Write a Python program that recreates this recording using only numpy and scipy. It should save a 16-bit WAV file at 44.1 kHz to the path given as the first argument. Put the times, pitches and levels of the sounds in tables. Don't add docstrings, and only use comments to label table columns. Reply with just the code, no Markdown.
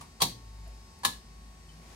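import sys
import numpy as np
from scipy import signal
from scipy.fft import rfft, irfft, next_fast_len
from scipy.io import wavfile
from scipy.ndimage import uniform_filter1d, map_coordinates

SR = 44100
rng = np.random.default_rng(int(sys.argv[2]) if len(sys.argv) > 2 else 0)


def unload_audio(sound):
    columns = np.transpose(np.atleast_2d(sound))
    steps = np.round(np.clip(columns, -1, 1) * 32767)
    wavfile.write(sys.argv[1], SR, steps.astype(np.int16))


N = 85995

# f/Hz, relative level/dB
AIR_COLOUR = [(150, -13), (250, -6.5), (370, -1), (550, -6), (800, -2.5), (1130, -7.5), (1400, -10.5),
              (2300, -9), (3000, -12), (4000, -12.5), (5500, -12), (8000, -16), (11000, -20.5),
              (14000, -26), (15800, -31)]
RUMBLE_COLOUR = [(20, -61), (33, -32), (45, -16), (70, 9.5), (110, -1), (165, 1), (230, -1), (320, -16),
                 (600, -52)]
KNOCK_COLOUR = [(150, -14), (450, -22), (680, -10), (830, -3), (1080, 7.5), (1350, -12.5), (2300, -11.5),
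                (4200, -15), (6000, -16), (10000, -14), (15000, -33)]
TICK_COLOUR = [(1500, -25), (5000, -11), (11000, 7), (15500, -8)]
PULL_IN_COLOUR = [(180, -36), (300, -3.5), (592, -14.5), (990, 1), (1380, -18.5), (1710, -11.5),
                  (2770, -9.5), (3160, -9.5), (4120, 1.5), (4870, -7.5), (6040, -5), (7010, -8),
                  (14100, -12.5), (15800, -14)]
RELEASE_COLOUR = [(180, -47), (300, -23), (643, -14), (1090, 0), (1430, -20.5), (1710, -6.5), (2680, -13.5),
                  (2960, -4), (3210, -9.5), (3490, -4.5), (5290, -10), (5840, -11), (9770, -10.5),
                  (15800, -19.5)]
THUMP_COLOUR = [(40, -22), (90, -0.5), (140, 2), (215, 0.5), (330, -9.5), (600, -15.5), (1500, -64)]
BUMP_COLOUR = [(200, -21), (400, -6), (620, 9), (1000, -9), (2600, -9), (6000, -30)]
# t/s, level/dB
AIR_LEVEL = [(0, -56.5), (.15, -60.5), (.6, -60), (1.0, -60), (1.65, -60.5), (1.8, -58), (1.95, -53.5)]
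RUMBLE_LEVEL = [(0, -52.5), (.15, -59), (1.0, -59.5), (1.7, -57.5), (1.95, -56.5)]
HUM_LEVEL = [(0.0, -64), (0.232, -55.5), (0.324, -50.5), (0.346, -65), (0.384, -53.5), (0.444, -48.5),
             (0.694, -43.5), (0.896, -56), (0.944, -73), (1.188, -47.5), (1.226, -69), (1.254, -52.5),
             (1.504, -48.5), (1.53, -55), (1.77, -52.5), (1.95, -55)]
WHINE_SWELL = [(0, 0), (.6, 0.5), (1.3, 0), (1.7, 0.5), (1.95, -4)]
# multiple of the base pitch, level/dB
FAN_TONES = [(1, -75), (2, -77), (3, -67), (5, -77), (6, -83), (7, -83)]
WHINE_TONES = [(6, -75.5), (7, -69.5), (8, -73), (9, -75), (10, -77.5), (11, -78), (12, -79.5), (13, -78.5),
               (14, -82), (15, -84), (16, -85), (17, -91), (18, -92), (20, -89)]
# t/s, level/dB
KNOCKS = [(.009, -39), (0.202, -31.5), (0.2108, -29), (1.0327, -33)]
TICKS = [(.009, -74), (.678, -54), (0.989, -54.5)]
# t/s, level/dB (rattle, panels, thump, chatter, dull blow), dull blow delay/s
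STROKES = [(0.2171, -12.5, -23, -33.5, -17, -18, 0.00536), (1.0474, -16, -24.5, -39.5, -17, -12, 0.0026)]
# f/Hz, pull-in level/dB, release level/dB, time to fade by 60 dB/s
PANEL_NOTES = [(530, -19, -20, 0.086), (744.4, -9.5, -25, 0.11), (815, -13.5, -10.5, 0.075),
               (955.7, -9.5, -6, 0.099), (1059, -14, -24, 0.023), (1122, -29, -9, 0.027),
               (1147, -18.5, -31, .08), (1706, -26, -6.5, 0.069), (3246, -3, -22, 0.056),
               (3472, -10, -18, 0.023), (4015, -8.5, -11, 0.072), (4376, -6, -4, 0.073),
               (4630, 2, -11, 0.033), (6130, -10, -21, 0.052)]
# f/Hz, relative level/dB
PLUNGER_NOTES = [(560, -19), (1010, 3), (3850, -4)]
# t/s, f/Hz, level/dB
DRONE = [(.24, 131.4, -85), (.33, 121.4, -50.5), (.42, 112, -57), (.5, 104.6, -57), (.62, 99, -57),
         (.75, 101, -63.5), (.98, 98.2, -64)]
# f/Hz, time to fade by 60 dB/s
ECHO_FADE = [(150, 0.54), (900, 0.21), (1700, 0.24), (4000, 0.28), (8000, 0.27), (15000, .22)]
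# f/Hz, likeness (1 = the same)
ROOM_ALIKE = [(60, 1), (180, 0.98), (550, 0.32), (1650, 0.028), (4970, 0.048), (15000, 0.03)]
CLACK_ALIKE = [(150, 1), (500, 0.95), (1000, 0.12), (4000, 0.14), (12000, 0.017)]
# f/Hz, left minus right level/dB
LEFT_LEAN = [(60, 1), (150, 1.3), (300, 2), (550, -2), (1000, 1.5), (2000, 4), (4000, 0.8), (8000, 3.6),
             (14000, 0)]


def amp(db):
    return 10 ** (np.asarray(db) / 20)


def along(points, hz):
    f, values = np.transpose(points)
    return np.interp(np.log(hz + 1), np.log(f + 1), values)


def clock():
    return np.arange(N) / SR


def curves(rows):
    times, *columns = np.transpose(rows)
    return [np.interp(clock(), times, column) for column in columns]


def wobble(rate):
    return map_coordinates(rng.standard_normal(400), [clock() * rate], mode="wrap")


def filtered(x, response):
    size = next_fast_len(N + SR // 2)
    return irfft(rfft(x, size) * response(np.fft.rfftfreq(size, 1 / SR)), size)[..., :N]


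def spread(alike, hz):
    return np.arccos(np.clip(along(alike, hz), -1, 1)) / 2


def noise(colour, alike):
    def response(hz):
        angle = spread(alike, hz)
        return amp(along(colour, hz)) * [np.cos(angle), np.sin(angle)]
    mid, side = filtered(rng.standard_normal((2, N)), response)
    stereo = np.array([mid + side, mid - side])
    return stereo / np.sqrt(np.mean(stereo ** 2) + 1e-20)


def tone(hz, alike, drift=0, rate=12):
    phase = 2 * np.pi * (np.cumsum(hz + np.zeros(N)) / SR + rng.random()) + drift * wobble(rate)
    apart = rng.choice([-1, 1]) * spread(alike, np.mean(hz))
    return np.sqrt(2) * np.sin(phase + np.array([[apart], [-apart]]))


def struck(at, rise, fade):
    age = np.maximum(clock() - at, 0)
    return (1 - np.exp(-age / rise)) * amp(-60 * age / fade)


def air():
    hiss = amp(curves(AIR_LEVEL)[0]) * noise(AIR_COLOUR, ROOM_ALIKE)
    rumble = amp(curves(RUMBLE_LEVEL)[0]) * noise(RUMBLE_COLOUR, ROOM_ALIKE)
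    return hiss + rumble


def hum(hz=52.9):
    low = amp(curves(HUM_LEVEL)[0]) * tone(hz, ROOM_ALIKE, drift=0.46)
    overtone = amp(-68.5 + 5.9 * wobble(9)) * tone(3 * hz, ROOM_ALIKE, drift=1.13)
    return low + overtone


def fan(blade_hz=367.3):
    return sum(amp(db + 1.5 * wobble(9.38)) * tone(k * blade_hz, ROOM_ALIKE, drift=.35)
               for k, db in FAN_TONES)


def whine(base_hz=643.8):
    tones = sum(amp(db + 2.0 * wobble(5.65)) * tone(k * base_hz, ROOM_ALIKE, drift=.25)
                for k, db in WHINE_TONES)
    return amp(curves(WHINE_SWELL)[0]) * tones


def knocks():
    blows = sum(amp(db) * struck(at, rise=0.0023, fade=0.086) for at, db in KNOCKS)
    return blows * noise(KNOCK_COLOUR, CLACK_ALIKE)


def ticks():
    bursts = sum(amp(db) * struck(at, rise=0.00044, fade=0.022) for at, db in TICKS)
    return bursts * noise(TICK_COLOUR, CLACK_ALIKE)


def panels(lead_s=0.01304, rise_s=0.0021):
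    out = np.zeros((2, N))
    for stroke, (at, _, ring_db, *_) in enumerate(STROKES):
        for hz, *note_db, fade in PANEL_NOTES:
            octaves_up = np.log2(hz / PANEL_NOTES[0][0])
            stir = amp(-4.5 - 3 * octaves_up) * struck(at - lead_s, rise_s, fade=0.086)
            ring = tone(hz, CLACK_ALIKE, drift=.7, rate=70)
            out += amp(ring_db + note_db[stroke]) * (stir + struck(at, rise_s, fade)) * ring
    return out


def plunger(bounces=5, gap_s=.0028, loss_db=6):
    out = np.zeros((2, N))
    for stroke, colour in zip(STROKES, (PULL_IN_COLOUR, RELEASE_COLOUR)):
        at, rattle_db, _, _, chatter_db, blow_db, delay = stroke
        rattle = amp(rattle_db) * struck(at, rise=0.0041, fade=0.072)
        bounce_times = at + gap_s * (1 + np.arange(bounces) + rng.uniform(-0.21, 0.204, bounces))
        chatter = sum(amp(chatter_db - k * loss_db) * struck(t, rise=.0001, fade=0.0049)
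                      for k, t in enumerate(bounce_times))
        out += (rattle + chatter) * noise(colour, CLACK_ALIKE)
        notes = sum(amp(blow_db + db) * tone(hz, CLACK_ALIKE) for hz, db in PLUNGER_NOTES)
        out += struck(at + delay, rise=0.0021, fade=0.013) * notes
    return out


def cabinet():
    thumps = sum(amp(db) * struck(at, rise=0.01, fade=0.36) for at, _, _, db, *_ in STROKES)
    return thumps * noise(THUMP_COLOUR, CLACK_ALIKE)


def held_tones():
    held = (clock() > STROKES[0][0]) & (clock() < STROKES[1][0])
    soft_switch = uniform_filter1d(held.astype(float), size=2000)
    drone_hz, drone_db = curves(DRONE)
    drone = amp(drone_db) * tone(drone_hz, ROOM_ALIKE)
    thin = amp(-68.5) * tone(894, ROOM_ALIKE, drift=0.27)
    return soft_switch * (drone + thin)


def bump():
    return amp(-54) * struck(at=.652, rise=0.0089, fade=0.32) * noise(BUMP_COLOUR, CLACK_ALIKE)


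def squeak():
    note = tone(3077, ROOM_ALIKE, drift=1.2, rate=130)
    return amp(-54) * struck(at=1.688, rise=0.0023, fade=.1) * note


def room_echo(sound, rise_s=0.0027):
    hz, t, spectrum = signal.stft(rng.standard_normal((2, SR // 2)), SR, nperseg=256)
    shape = amp(-60 * t / along(ECHO_FADE, hz)[:, None]) * (1 - np.exp(-t / rise_s))
    tail = signal.istft(spectrum * shape, SR, nperseg=256)[1]
    return signal.fftconvolve(sound, tail / np.linalg.norm(tail[0]), axes=1)[:, :N]


def scene():
    background = air() + hum() + fan() + whine()
    hits = knocks() + ticks() + panels() + plunger() + bump() + squeak()
    mix = background + hits + cabinet() + held_tones() + amp(-7) * room_echo(hits)
    return filtered(mix, lambda hz: amp(np.array([[.5], [-.5]]) * along(LEFT_LEAN, hz)))


def record(dry, top_hz=15900, edge_hz=500):
    return filtered(dry, lambda hz: np.sin(np.pi / 2 * np.clip(.5 + (top_hz - hz) / edge_hz, 0, 1)) ** 2)


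dry = scene()
out = record(dry)
unload_audio(out)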